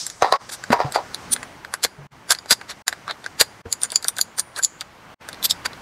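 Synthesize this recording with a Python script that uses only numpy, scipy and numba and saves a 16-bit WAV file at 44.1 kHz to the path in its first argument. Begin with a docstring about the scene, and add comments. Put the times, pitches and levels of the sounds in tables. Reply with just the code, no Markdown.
"""Plastic key caps on a keypad

Key caps are snipped off a frame, drop into a cardboard box, then are pressed onto keypad switches and
tapped, close up in a quiet parked car. Clicks and noisy grains ring the modes of plastic and card;
springs are hissing coil modes, thumps decaying low sines, air and rustle shaped noise.
The sound drops out briefly five times."""
import sys
import numpy as np
from scipy import signal
from scipy.io import wavfile
from numba import njit

SR = 44100
rng = np.random.default_rng(int(sys.argv[2]) if len(sys.argv) > 2 else 0)


def inscribe(sig):
    """Save sig as 16-bit PCM at rate SR to the path in sys.argv[1].

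    A 1-D sig is mono; a 2-D sig holds one channel per row.
    Samples are clipped to [-1, 1] before scaling.
    """
    pcm = np.round(np.clip(np.atleast_2d(sig).T, -1, 1) * 32767)
    wavfile.write(sys.argv[1], SR, pcm.astype(np.int16))


N = 256356

# clicks of blades, caps and switches: start_s, peak_db, pitch_hz (part struck), case_db (knock re peak)
CLICKS = [(0.0659,-5,7880,-16.5),(0.1002,-10.5,4350,-18),(0.2223,-7,6000,-21),(0.3238,-4,4140,-18),(0.6384,-18,7400,2),(0.704,-16,3560,0),(0.7292,-4.5,4700,-18),(0.922,-11,8100,-14),
          (1.1453,-3.5,4420,-16.5),(1.363,-15.5,3600,1.5),(1.4299,-24.5,7100,12.5),(1.648,-19.5,3490,6.5),
          (1.7389,-10.5,10700,8),(1.848,-0.5,4400,1),(2.3064,5.5,7150,-10.5),(2.321,-1.5,7000,-2),(2.349,-13.5,4100,-2),(2.387,-20,4630,0.5),
          (2.459,-22,4400,-2),(2.5079,3.5,4750,-8.5),(2.613,-23,4400,7),(2.88,6,4450,-7.5),(2.927,-15,3900,4.5),(3.0791,-18,3600,8),
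          (3.11,-12,3600,-18),(3.2421,-19.5,3960,-0.5),(3.2623,-15,4900,7),(3.411,14.5,4360,-8),(3.7264,4.5,6980,-33.5),(3.817,-6.5,9200,-31),(3.8337,2,9400,-33.5),
          (3.903,-12,5000,-21),(3.919,-9,9800,-3),(3.9583,6,6940,-40),(4.026,-14.5,6960,-14),(4.044,-9.5,6850,1.5),(4.083,5,9000,-21.5),
          (4.1668,-14.5,6800,-5.5),(4.1843,-8,9400,0.5),(4.2125,8.5,6860,-54),(4.395,7,9300,-64),(4.562,-12,4330,-18.5),(4.588,-13,9600,1),(4.627,-10,7050,-16),(4.6472,12,7100,-81),(4.809,-9,6600,-3.5),
          (5.288,-13.5,8060,2),(5.3295,-15.5,3650,-4),(5.344,-21,3860,-12),(5.4275,-11,3780,-12.5),(5.5093,7.5,5110,-31),(5.732,-19,3830,-8)]
# plastic grinding on plastic: middle_s, level_db, pitch_hz (part rubbed), focus_db, case_db (re level), length_s
GRINDS = [(0.496, -42, 4900, 3, -2.5, 0.014), (0.533, -36, 8840, 7.5, -11.5, 0.042),
          (0.726, -32.5, 4440, 10.5, 8, 0.022), (0.955, -30.5, 4580, 11.5, -3.5, 0.035),
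          (1.33, -15, 9140, 20, -37, 0.028), (1.841, -24.5, 4140, 0, -16, 0.018),
          (2.314, -31, 6800, -2, -3.5, 0.027), (2.52, -20, 4530, 6, -7, 0.031),
          (2.706, -44, 5100, -0.5, 2.5, 0.039), (3.103, -33.5, 4040, 36, 1, 0.033),
          (3.405, -15.5, 4520, 12.5, -21, 0.015), (3.845, -36.5, 6900, 20, -7.5, 0.042),
          (4.391, -26, 9030, 15.5, -14, 0.028), (4.579, -43, 9140, 7.5, 0.5, 0.036),
          (4.638, -19.5, 6950, 21.5, -39, 0.015), (5.45, -16, 12500, 24.5, -46, 0.027),
          (5.452, -25.5, 3680, 5, -35, 0.023), (5.505, -25.5, 4830, 8, -47, 0.021),
          (5.658, -32, 4700, 3.5, 2, 0.017)]
# modes of caps, case and switch leaves: mode_hz, mode_db, t60_s
PLASTIC_MODES = [(806, -7.5, 0.0028), (1213, -12.5, 0.0071), (1550, -8.5, 0.012), (1880, -2.5, 0.0034),
                 (2810, 0, 0.00093), (3570, -1.5, 0.0039), (4093, -1.5, 0.0041), (4683, -4, 0.0068),
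                 (5280, -8.5, 0.0069), (5990, -3.5, 0.0036), (6920, -3.5, 0.0048), (7630, -4.5, 0.0077),
                 (8374, -4, 0.0051), (9300, -5, 0.0053), (10184, 1, 0.003), (11150, -8.5, 0.0086),
                 (12060, -6.5, 0.006), (14000, -16.5, 0.0043), (14320, -10.5, .004)]
# coil buzz of the switch springs: coil_hz, level_db, fading_s, coil_t60_s
SPRING_MODES = [(4800, -87.5, 0.059, 0.0061), (7000, -81, 0.096, 0.0022), (9480, -81.5, 0.09, 0.0029)]
# caps landing, bouncing and scraping in the box: start_s, peak_db, wall_hz
DROPS = [(0.223, 9, 715), (0.2459, 0, 860), (0.2545, -16.5, 820), (0.3244, 9, 1160), (.7295, 7.5, 885),
         (0.792, -4.5, 930), (0.8028, 1, 780), (0.862, -10.5, 750), (.9597, 1.5, 865), (.98, -14, 880)]
# modes of the cardboard walls: mode_hz, mode_db, t60_s
BOX_MODES = [(560, -2, .026), (750, -1, .024), (960, -2, .028), (1120, -2, .03), (1330, -3, .022),
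             (850, 2, .007), (1850, 0, .007), (3900, -4, .005), (4800, -2, .004)]
# low thumps under the loud clicks, and dull rubs: start_s, peak_db, pitch_hz, t60_s
THUMPS = [(0.224, -18.5, 101, 0.031), (0.703, -9.5, 236.5, 0.083), (0.845, -18.5, 140, 0.13),
          (1.303, -36.5, 246, 0.46), (1.8486, -15, 493, 0.025), (1.985, -35.5, 141.5, 0.65),
          (2.517, -20.5, 234, 0.032), (3.4122, -1.5, 535, 0.01), (3.654, -32, 464, 0.13),
          (3.658, -31, 90.5, 0.14)]
# background levels over time: time_s, air_db, rustle_db
BACKGROUND = [(0, -45.5, -29), (.15, -48, -49), (0.349, -45.5, -50.5), (1.301, -39, -53.5),
              (1.9, -48, -67.5), (2.998, -44.5, -58), (4.902, -47, -70), (5.398, -40, -59.5)]
# cabin air spectrum: freq_hz, density_db (per Hz, relative)
AIR_SPECTRUM = [(25, -11), (108, 2.5), (427, -4), (988, -1), (2200, -7.5), (2900, -14), (6920, -23.5),
                (16000, -34)]
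# hand rustle spectrum: freq_hz, density_db (per Hz, relative)
RUSTLE_SPECTRUM = [(2000, -31), (4000, -2.5), (7000, 3.5), (10000, -29.5)]
# brief dropouts: cut_s, return_s, fade_s, depth_db
DROPOUTS = [(.370, .385, .03, -19), (2.070, 2.105, .015, -30), (2.823, 2.858, .012, -50),
            (3.618, 3.632, .025, -30), (5.145, 5.183, .03, -45)]

CASE_HZ, PARTS_HZ = 1600, 3600   # modes below belong to the case, above to the small parts; blended between
SMALL_HZ = 2 * CASE_HZ   # modes above swell into their ring
FOCUS_DB, FOCUS_OCTAVES = 9, 0.095   # the struck part's own mode stands out
FOCUS_PER_CASE_DB = 0.1965   # focus dB gained per dB less knock of the case
PARTNER_OCTAVES, PARTNER_SHARE = 0.546, 0.45   # lesser peaks this far above and below the pitch
BELOW_DB_PER_OCT, ABOVE_DB_PER_OCT = 1.5, 3   # loss away from the pitch
SOFTNESS = 0.29   # weak contacts are duller: extra dB per octave above, per dB under full scale
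GRIND_PEAK_DB = 19   # a grind's peaks over its level
HOLD_SHARE, GRIND_FADE_DB_PER_LENGTH = 0.47, 46   # held for this share of length_s, then faded each side
SWELL_T60_S, GRIP_DETUNE = .004, .012   # detune: spread of mode pitches between contacts, as a share
TAPPING_S, TRAVEL_S = (3.7, 5.0), .005   # tapped keys reach the case this long after the switch clicks
KEYS_ON_S = 1.1   # keypad in hand: springs sound from here
WALL_FOCUS_DB, WALL_OCTAVES = 11.5, 0.18   # the wall touched stands out
CABIN_DB, CABIN_T60_S = -25, 0.12
CUTOFF_HZ = 15700


def plastic(spread_db=4.0):
    """Clicks and noisy grains ring shared modes; each click changes their strengths and tuning."""
    out, grains = np.zeros(N), noise_grains(7000)
    luck = rng.standard_normal((len(CLICKS), 2, len(PLASTIC_MODES)))
    click_at = samples(CLICKS)
    nearest = np.searchsorted((click_at[1:] + click_at[:-1]) // 2, np.arange(N))
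    for k, (mode_hz, mode_db, t60_s) in enumerate(PLASTIC_MODES):
        blows, noise_level = contact(mode_hz, spread_db * luck[:, 0, k])
        signs = rng.choice([-1, 1], N)
        force = blows * (-1) ** k + noise_level * grains * signs
        held_hz = mode_hz * (1 + GRIP_DETUNE * luck[:, 1, k])
        if mode_hz > SMALL_HZ:
            force = swell(force, held_hz, nearest)
        out += amp(mode_db) * ring(force, held_hz, t60_s, nearest)
    return out


def contact(hz, luck_db):
    """Click impulses, and the envelope of grinds and noise around clicks, as felt by a mode here."""
    t, blows = np.arange(N) / SR, np.zeros(N)
    start_s, peak_db, pitch_hz, case_db = np.transpose(CLICKS)
    tapped = (start_s > TAPPING_S[0]) * (start_s < TAPPING_S[1])
    lag = int(TRAVEL_S * SR) * tapped * (hz < SMALL_HZ)
    focus_db = FOCUS_DB - FOCUS_PER_CASE_DB * case_db
    click_db = colour_db(peak_db, pitch_hz, focus_db, case_db, peak_db, hz)
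    blows[samples(CLICKS) + lag] = amp(click_db + luck_db)
    noise_level = noise_around(blows, lead_db=-38.5, lead_s=0.0092, tail_db=-27, tail_s=0.007)
    for middle_s, level_db, pitch_hz, focus_db, case_db, length_s in GRINDS:
        part = slice(int((middle_s - 2 * length_s) * SR), int((middle_s + 2 * length_s) * SR))
        away = np.maximum(np.abs(t[part] - middle_s) / length_s - HOLD_SHARE / 2, 0)
        grind_db = colour_db(level_db, pitch_hz, focus_db, case_db, level_db + GRIND_PEAK_DB, hz)
        noise_level[part] += amp(grind_db - GRIND_FADE_DB_PER_LENGTH * away)
    return blows, noise_level


def colour_db(level_db, pitch_hz, focus_db, case_db, peak_db, hz):
    """Each event's level at one frequency: focus on the part touched, duller when weak, the case below."""
    octaves = np.log2(max(hz, PARTS_HZ) / pitch_hz)
    above = ABOVE_DB_PER_OCT + SOFTNESS * np.maximum(-peak_db, 0)
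    own = np.exp(-(octaves / FOCUS_OCTAVES) ** 2)
    partner = PARTNER_SHARE * np.exp(-((np.abs(octaves) - PARTNER_OCTAVES) / FOCUS_OCTAVES) ** 2)
    loss_db = np.where(octaves > 0, above, -BELOW_DB_PER_OCT) * octaves
    part_db = focus_db * (own + partner - 1) - loss_db
    share = np.clip(np.log(hz / CASE_HZ) / np.log(PARTS_HZ / CASE_HZ), 0, 1)
    return level_db + share * part_db + (1 - share) * case_db


def swell(force, hz, which):
    """The contact force lingers at the mode's own pitch, which narrows its ring."""
    return 2 * (1 - amp(-60 / (SWELL_T60_S * SR))) * ring(force, hz, SWELL_T60_S, which)


def springs():
    """Many close coil modes blur into a narrow hiss that fades after each shake."""
    out, keys_on = np.zeros(N), np.arange(N) > KEYS_ON_S * SR
    for coil_hz, level_db, fading_s, coil_t60_s in SPRING_MODES:
        blows, noise_level = contact(coil_hz, 0)
        energy = fall((blows ** 2 + noise_level ** 2) * keys_on, fading_s / 2)
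        hiss = ring(ring(rng.standard_normal(N), coil_hz, coil_t60_s), coil_hz, coil_t60_s)
        out += amp(level_db) * np.sqrt(energy) * hiss
    return out


def box(level_db=-6, spread_db=2.0):
    """Landings and scrapes ring the cardboard walls, by soft impulses and noisy grains around them."""
    luck = rng.standard_normal((len(DROPS), len(BOX_MODES)))
    out, grains = np.zeros(N), noise_grains(3000)
    _, peak_db, wall_hz = np.transpose(DROPS)
    for k, (mode_hz, mode_db, t60_s) in enumerate(BOX_MODES):
        blows = np.zeros(N)
        focus = np.exp(-(np.log2(mode_hz / wall_hz) / WALL_OCTAVES) ** 2) - 1
        drop_db = peak_db + level_db + mode_db + WALL_FOCUS_DB * focus + spread_db * luck[:, k]
        blows[samples(DROPS)] = amp(drop_db)
        noise_level = noise_around(blows, lead_db=-36, lead_s=0.006, tail_db=-29, tail_s=0.024)
        blows[samples(DROPS)] *= amp(np.minimum(peak_db, 0))   # weak ones slide more than they knock
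        soft_blows = fall(blows, .0001) / 5   # card gives way
        out -= ring(soft_blows + noise_level * grains * rng.choice([-1, 1], N), mode_hz, t60_s)
    return out


def thumps(noise_db=-8, noise_hz=800):
    """Low thumps: decaying low sines, each with low-passed noise."""
    out = np.zeros(N)
    low_pass = signal.butter(2, noise_hz, fs=SR, output="sos")
    dull_noise = rms_one(signal.sosfilt(low_pass, rng.standard_normal(N)))
    t = np.arange(SR // 5) / SR
    for start_s, peak_db, pitch_hz, t60_s in THUMPS:
        at = int(start_s * SR)
        body = np.sin(2 * np.pi * pitch_hz * t) + amp(noise_db) * dull_noise[at:at + len(t)]
        onset = 1 - np.exp(-t / 0.00039)
        out[at:at + len(t)] += amp(peak_db - 60 * t / t60_s) * onset * body
    return signal.sosfilt(signal.butter(2, 40, "high", fs=SR, output="sos"), out)


def cabin(x):
    """Dense short reflections from seats and glass: convolution with decaying noise."""
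    t = np.arange(int(.2 * SR)) / SR
    tail = rng.standard_normal(len(t)) * amp(-60 * t / CABIN_T60_S) * (t > .002)
    return amp(CABIN_DB) * signal.fftconvolve(x, tail / np.sqrt(np.sum(tail ** 2)))[:N]


def shaped_noise(spectrum, flicker_db):
    """Half-octave noise bands, each with its own level and slow flicker; rms 1."""
    out, edges_hz = 0, 25 * 2 ** np.arange(0, 9.6, .5)
    freq_hz, density_db = np.transpose(spectrum)
    white = rng.standard_normal((2, N))   # neighbouring bands use different noise
    for k, (low, high) in enumerate(zip(edges_hz, edges_hz[1:])):
        band_pass = signal.butter(2, [low, high], "band", fs=SR, output="sos")
        band = signal.sosfilt(band_pass, white[k % 2])
        knots = rng.standard_normal(N // 2000 + 2)
        flicker = np.interp(np.arange(N), np.arange(0, N + 2000, 2000), knots)
        level_db = np.interp(np.log(low * high) / 2, np.log(freq_hz), density_db)
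        out = out + amp(level_db + flicker_db * flicker) * band
    return rms_one(out)


def noise_around(blows, lead_db, lead_s, tail_db, tail_s):
    """Envelope of noise that rises into each blow and fades after it."""
    lead = fall(blows[::-1], lead_s)[::-1]
    return amp(lead_db) * lead + amp(tail_db) * fall(blows, tail_s)


def noise_grains(per_s):
    """Impulses at random moments, of uneven size; rms 1."""
    size_db = 3.36 * np.minimum(rng.exponential(1, N), 4)
    return rms_one((rng.random(N) < per_s / SR) * amp(size_db))


def fall(x, seconds):
    """Every impulse becomes an exponential fade with this time constant."""
    return signal.lfilter([1], [1, -np.exp(-1 / (seconds * SR))], x + 1e-18)


def ring(force, hz, t60_s, which=0):
    """A unit click sets a sine of height 1 ringing; which picks the pitch from hz at each moment."""
    r, w = amp(-60 / (t60_s * SR)), 2 * np.pi * np.atleast_1d(hz) / SR
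    return resonate(force + 1e-18, np.sin(w), 2 * r * np.cos(w), r * r, np.zeros(N, int) + which)


@njit
def resonate(force, into, once, twice, which):
    """Two-pole recursion; each sample picks one of several tunings."""
    out = np.zeros(len(force))
    for i in range(2, len(force)):
        out[i] = into[which[i]] * force[i - 1] + once[which[i]] * out[i - 1] - twice * out[i - 2]
    return out


def samples(rows):
    """Sample index of each row's time."""
    return (np.array(rows)[:, 0] * SR).astype(int)


def amp(db):
    """Decibels to gain."""
    return 10 ** (np.asarray(db) / 20)


def rms_one(x):
    """Scaled to unit rms."""
    return x / np.sqrt(np.mean(x ** 2) + 1e-20)


def scene():
    """Hands at work, their cabin reflections, air and rustle."""
    time_s, air_db, rustle_db = np.transpose(BACKGROUND)
    t = np.arange(N) / SR
    no_bass = signal.butter(4, 430, "high", fs=SR, output="sos")   # small things radiate no bass
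    work = signal.sosfilt(no_bass, plastic() + box()) + springs() + thumps()
    air = amp(np.interp(t, time_s, air_db)) * shaped_noise(AIR_SPECTRUM, flicker_db=1.2)
    rustle = amp(np.interp(t, time_s, rustle_db)) * shaped_noise(RUSTLE_SPECTRUM, flicker_db=2.0)
    return (work + cabin(work) + air + rustle)[None]


def record(dry):
    """Brief dropouts, hard clipping of the loudest clicks, steep treble cut."""
    t, gain_db = np.arange(N) / SR, np.zeros(N)
    for cut_s, return_s, fade_s, depth_db in DROPOUTS:
        corners_s = [cut_s - .002, cut_s + 0.0038, return_s, return_s + fade_s]
        gain_db += np.interp(t, corners_s, [0, depth_db, depth_db, 0])
    clipped = np.clip(dry * amp(gain_db), -.9, .9)
    return signal.sosfilt(signal.ellip(12, 1, 100, CUTOFF_HZ, fs=SR, output="sos"), clipped)


dry = scene()
out = record(dry)
inscribe(out)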